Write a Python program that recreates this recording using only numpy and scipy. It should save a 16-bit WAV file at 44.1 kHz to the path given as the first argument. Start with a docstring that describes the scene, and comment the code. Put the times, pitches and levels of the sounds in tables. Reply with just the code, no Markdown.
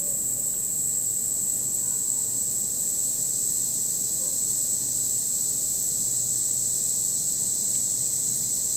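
"""A high, steady trill of ground crickets fills a summer field, with katydids rasping on top. Cicadas swell in
the trees, their clicking tymbals fused into a throbbing song. Underneath sit distant traffic and a machine hum;
a far animal calls, a tree cricket chirps faintly, dry stalks tick. A camera adds a thin whine, and near the end
its lens motor starts with a sharp click and pips softly. Everything is mono."""
import sys
import numpy as np
from scipy import signal
from scipy.fft import rfft, irfft, next_fast_len
from scipy.io import wavfile
from scipy.ndimage import map_coordinates

SR = 44100
rng = np.random.default_rng(int(sys.argv[2]) if len(sys.argv) > 2 else 0)


def master(y):
    """Save y as 16-bit WAV."""
    cut = np.clip(np.atleast_2d(y).T, -1, 1)
    pcm = np.round(cut * 32767)  # scale
    wavfile.write(sys.argv[1], SR, pcm.astype(np.int16))


N = 386316

# wing spectrum of the far ground crickets: f/Hz, relative level/dB
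WING_SPECTRUM = [(3000, -43), (4200, -37), (5200, -30), (6200, -29), (6900, -16.5), (7400, -4),
                 (7810, -1.5), (8200, -5.5), (8600, -11.5), (9300, -31), (11000, -60)]
# fader ride of the ground crickets: t/s, relative level/dB
CRICKET_RIDE = [(0, -28), (1.6, -27.5), (2.3, -28), (3.6, -27.5), (4, -29.0), (4.5, -27.5), (5.8, -27.9),
                (6.3, -27.1), (7.9, -27.5), (8.76, -28.0)]
# spectrum of the katydids' scrape: f/Hz, relative level/dB
RASP_SPECTRUM = [(7000, -29), (9700, -6.5), (11000, -2.5), (12200, -0.5), (13150, 3.5), (14200, 2),
                 (15200, -1.5), (15800, -17)]
# fader ride of the katydids: t/s, relative level/dB
KATYDID_RIDE = [(0, -38.6), (0.8, -39), (2.3, -41), (2.8, -39), (4.8, -39.5), (5.8, -38.4), (6.4, -40.5),
                (7.2, -40), (7.7, -42), (8.3, -40.0), (8.76, -40.5)]
# body resonance of the cicadas: f/Hz, relative level/dB
CICADA_SPECTRUM = [(2500, -45), (3300, -25.5), (3880, -13.5), (4090, -10), (4550, -12), (5200, -10.5),
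                   (5700, -5), (6300, -1.5), (7000, 0.5), (7800, -1.5), (8800, -3), (9400, -19),
                   (11000, -40)]
# single cicadas ringing out of the chorus: f/Hz, level/dB relative to the chorus
CICADA_VOICES = [(4082, -29), (4117, -29), (4204, -30), (4256, -28), (4330, -30), (4804, -28), (4937, -28),
                 (4974, -28), (6017, -21), (6247, -22), (6316, -21)]
# spectrum of the far traffic: f/Hz, relative level/dB
ROAD_SPECTRUM = [(15, -29), (28, -4), (45, -7), (65, -13.5), (88, -6), (125, 1.5), (230, -0.5), (310, -5),
                 (600, -9), (730, -16), (930, -17), (1250, -25), (2600, -28.5), (8000, -27)]
# partials of the machine hum: f/Hz, relative level/dB
HUM_PARTIALS = [(28, -18), (53, -8), (77, -18), (120, -0.5), (435, -13.5), (630, -13)]
# fader ride of the strongest hum partial (the others sit at its mean): t/s, relative level/dB
HUM_RIDE = [(0, -54.8), (0.8, -52.8), (2.2, -52.5), (2.8, -57), (3.3, -52.7), (4.5, -55.3), (4.9, -50),
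            (5.7, -52), (6.5, -47), (7.5, -49.5), (8.2, -49), (8.76, -53)]
# far animal calls: t/s, length/s, f/Hz, relative level/dB of harmonics 1, 2, 3
ANIMAL_CALLS = [(-.08, 0.28, 561, -51, -72, -80), (0.25, 0.26, 555, -55, -80, -80),
                (1.763, 0.28, 494.5, -67, -59.5, -66), (2.098, 0.195, 452, -67, -59.5, -72),
                (4.169, 0.152, 542.7, -48.5, -58, -68)]
# four snaps of dry stalks, then the sharp click of the lens motor starting (last two rows): t/s, level/dB, f/Hz
SNAPS_AND_CLICK = [(.538, -55, 1550), (.541, -50, 3300), (.565, -51, 2950), (.622, -55, 2900),
                   (7.751, -41, 3630), (7.752, -53, 2050)]


def amp(db):
    """Decibels to gain."""
    return 10 ** (np.asarray(db) / 20)


def unit(x):
    """Scale to rms 1."""
    return x / np.sqrt(np.mean(x ** 2) + 1e-20)


def clock():
    """The time of each sample, in seconds."""
    return np.arange(N) / SR


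def ride(points):
    """A fader ride through (t/s, level/dB) points, one level per sample."""
    return np.interp(clock(), *np.transpose(points))


def wobble(rate):
    """A smooth random modulator, rate knots a second."""
    grid_s = np.linspace(0, N / SR, num=2048)
    knots = rng.standard_normal(int(N * rate / SR) + 4)
    return np.interp(clock(), grid_s, map_coordinates(knots, [grid_s * rate], mode="nearest"))


def phase_of(hz):
    """The running phase of an oscillator that follows hz."""
    return 2 * np.pi * np.cumsum(hz) / SR


def beats(first_s, rate, quickening):
    """Beats counted since first_s; their rate per second gains quickening each second."""
    t = clock() - first_s
    return rate * t + quickening * t ** 2 / 2


def arch(u):
    """A smooth rise and fall while u goes from 0 to 1."""
    return np.sin(np.pi * np.clip(u, 0, 1))


def filtered(x, response):
    """x through an EQ whose gain is response(hz)."""
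    size = next_fast_len(N + SR // 2)
    return irfft(rfft(x, size) * response(np.fft.rfftfreq(size, 1 / SR)), size)[:N]


def coloured(x, spectrum):
    """x through an EQ of (f/Hz, level/dB) points, at rms 1."""
    f, db = np.transpose(spectrum)
    return unit(filtered(x, lambda hz: amp(np.interp(np.log(hz + 1), np.log(f), db))))


def scattered(x, t60, wet_db):
    """x with the diffuse echo of leaves and trees, at about the same power."""
    t = np.arange(SR // 2) / SR
    tail = rng.standard_normal(len(t)) * amp(-60 * t / t60)
    echo = signal.fftconvolve(x, tail / np.linalg.norm(tail))[:N]
    return (x + amp(wet_db) * echo) / np.hypot(1, amp(wet_db))


def ground_crickets(pitch_hz=7810, spread_hz=190, sag_hz=520, stroke_rate=72, duty=.6, trim_db=.8):
    """Each wing stroke is a short tone that sags in pitch; countless far singers merge into a band."""
    shimmer_db = .4 * wobble(22)
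    near = np.zeros(N)
    for detune in np.linspace(-1, 1, 11):  # one pass per near singer
        rate = stroke_rate * np.exp(rng.uniform(-.4, .4) + .08 * wobble(3))
        strokes = np.cumsum(rate) / SR + rng.random()
        progress = strokes % 1 / duty
        # every stroke has its own pitch and strength
        jitter, accent_db = rng.standard_normal((2048, 2))[strokes.astype(int) % 2048].T
        hz = pitch_hz + spread_hz * detune + 90 * jitter - sag_hz * (np.minimum(progress, 1) - .5)
        near += arch(progress) * amp(accent_db) * np.sin(phase_of(hz))
    near = scattered(unit(near), t60=.22, wet_db=-5.5)
    far = coloured(rng.standard_normal(N), WING_SPECTRUM)
    return amp(ride(CRICKET_RIDE) + trim_db + shimmer_db) * unit(near + far)


def katydids(stroke_rate=44.4, depth=.075, trim_db=1.2):
    """Files scrape a broad hiss; the nearest singer's strokes flutter in it."""
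    flutter = 1 + depth * np.cos(phase_of(stroke_rate + .47 * wobble(2.1)))
    effort_db = .3 * wobble(8) + .76 * wobble(35)
    rasp = coloured(rng.standard_normal(N) * flutter, RASP_SPECTRUM)
    return amp(ride(KATYDID_RIDE) + trim_db + effort_db) * rasp


def cicadas(click_rate=9000, full_db=-34.5, build_s=3.52, build_db=9, creep_db_per_s=.4):
    """Tymbal clicks ring the cicadas' bodies; the song builds and throbs about seven times a second."""
    throb = np.cos(2 * np.pi * beats(first_s=.071, rate=6.94, quickening=.024))
    clicks = (rng.random(N) < click_rate / SR) * rng.choice([-1, 1], N)
    song = unit(scattered(coloured(clicks, CICADA_SPECTRUM), t60=.5, wet_db=-12))
    # single singers add narrow tones that waver in pitch and throb more deeply than the crowd
    for hz, db in CICADA_VOICES:
        tone = np.sqrt(2) * np.sin(phase_of(hz + 12 * wobble(30)))
        song += amp(db + 2.1 * throb) * (1 + .47 * wobble(5)) * tone
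    # a quick build to full song, over a slow creep that carries on afterwards
    since_full = clock() - build_s
    swell_db = build_db * np.minimum(since_full / build_s, 0) + creep_db_per_s * since_full
    return song * amp(full_db + swell_db + .3 * throb)


def traffic(level_db=-45.5):
    """A far road lays down a steady bed of rumble."""
    return amp(level_db + .32 * wobble(5.2)) * coloured(rng.standard_normal(N), ROAD_SPECTRUM)


def machine_hum(trim_db=-1, waver_hz=.48):
    """A machine drones in wavering partials; the strongest one swells and sinks."""
    ride_db = ride(HUM_RIDE)
    strongest_db = max(db for hz, db in HUM_PARTIALS)
    hum = np.zeros(N)
    for hz, db in HUM_PARTIALS:
        fader_db = ride_db if db == strongest_db else ride_db.mean()
        gain = amp(db + fader_db + .58 * wobble(2.08))
        hum += gain * np.sin(phase_of(hz + waver_hz * wobble(2.99)))
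    return np.sqrt(2) * amp(trim_db) * hum


def camera_whine(pitch_hz=15729, level_db=-69):
    """The camera gives off a thin, unsteady whine at the very top."""
    return amp(level_db + 3 * wobble(14)) * np.sin(phase_of(pitch_hz + 9 * wobble(30)))


def far_animal(fall=.06, roughness=.037, trim_db=5.5):
    """Hoarse, slightly falling calls echo from beyond the field."""
    t, calls = clock(), np.zeros(N)
    for start_s, length_s, pitch_hz, *harmonics_db in ANIMAL_CALLS:
        progress = np.clip((t - start_s) / length_s, 0, 1)
        phase = phase_of(pitch_hz * (1 - fall * (progress - .5) + roughness * wobble(170)))
        voice = sum(amp(db) * np.sin(k * phase) for k, db in enumerate(harmonics_db, 1))
        calls += arch(progress) * voice
    return amp(trim_db) * scattered(calls, t60=.97, wet_db=-2)


def tree_cricket(pitch_hz=1865, width_hz=80, duty=.93, blur=.68, level_db=-69.5):
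    """Soft chirps, about three a second, blurred together by distance."""
    from_beat = (beats(first_s=.24, rate=2.995, quickening=.02) + .5) % 1 - .5
    gate = blur + arch(from_beat / duty + .5)
    band = filtered(rng.standard_normal(N), lambda hz: np.exp(-.5 * ((hz - pitch_hz) / width_hz) ** 2))
    return amp(level_db) * unit(band) * unit(gate)


def snaps_and_click(t60=.044, relative_width=.19):
    """Dry stalks snap, and the lens motor clicks as it starts, each with a brief, noisy ring."""
    snaps, t = np.zeros(N + SR), np.arange(SR // 8) / SR
    hz = np.fft.rfftfreq(len(t), 1 / SR)
    for start_s, db, centre_hz in SNAPS_AND_CLICK:
        bandpass = 1 / (1 + ((hz / centre_hz - 1) / relative_width) ** 4)
        ring = irfft(rfft(rng.standard_normal(len(t))) * bandpass, len(t))
        snaps[round(start_s * SR):][:len(t)] += amp(db - 60 * t / t60) * unit(ring)
    return snaps[:N]


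def lens_motor(start_s=7.787, step_rate=29.97, pitch_hz=2140, scatter_hz=130, duty=.43, level_db=-58.2):
    """Each step of the lens motor is a tiny pip of its own pitch and strength."""
    steps = np.maximum(clock() - start_s, 0) * step_rate
    index = steps.astype(int)
    jitter, accent = rng.standard_normal((index[-1] + 1, 2))[index].T
    gate = arch((steps % 1 - .5) / duty + .5) ** 2
    return amp(level_db + 2 * accent) * gate * np.sin(phase_of(pitch_hz + scatter_hz * jitter))


def scene():
    """Insects up front, small details behind, a bed of drones below; alike in both channels."""
    insects = ground_crickets() + katydids() + cicadas() + tree_cricket()
    details = far_animal() + snaps_and_click() + lens_motor()
    bed = traffic() + machine_hum() + camera_whine()
    field = insects + details + bed
    return np.array([field, field])


def record(dry, top_hz=15790):
    """A brick-wall low-pass takes the highest air off the mix."""
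    return np.array([filtered(channel, lambda hz: hz < top_hz) for channel in dry])


dry = scene()
out = record(dry)
master(out)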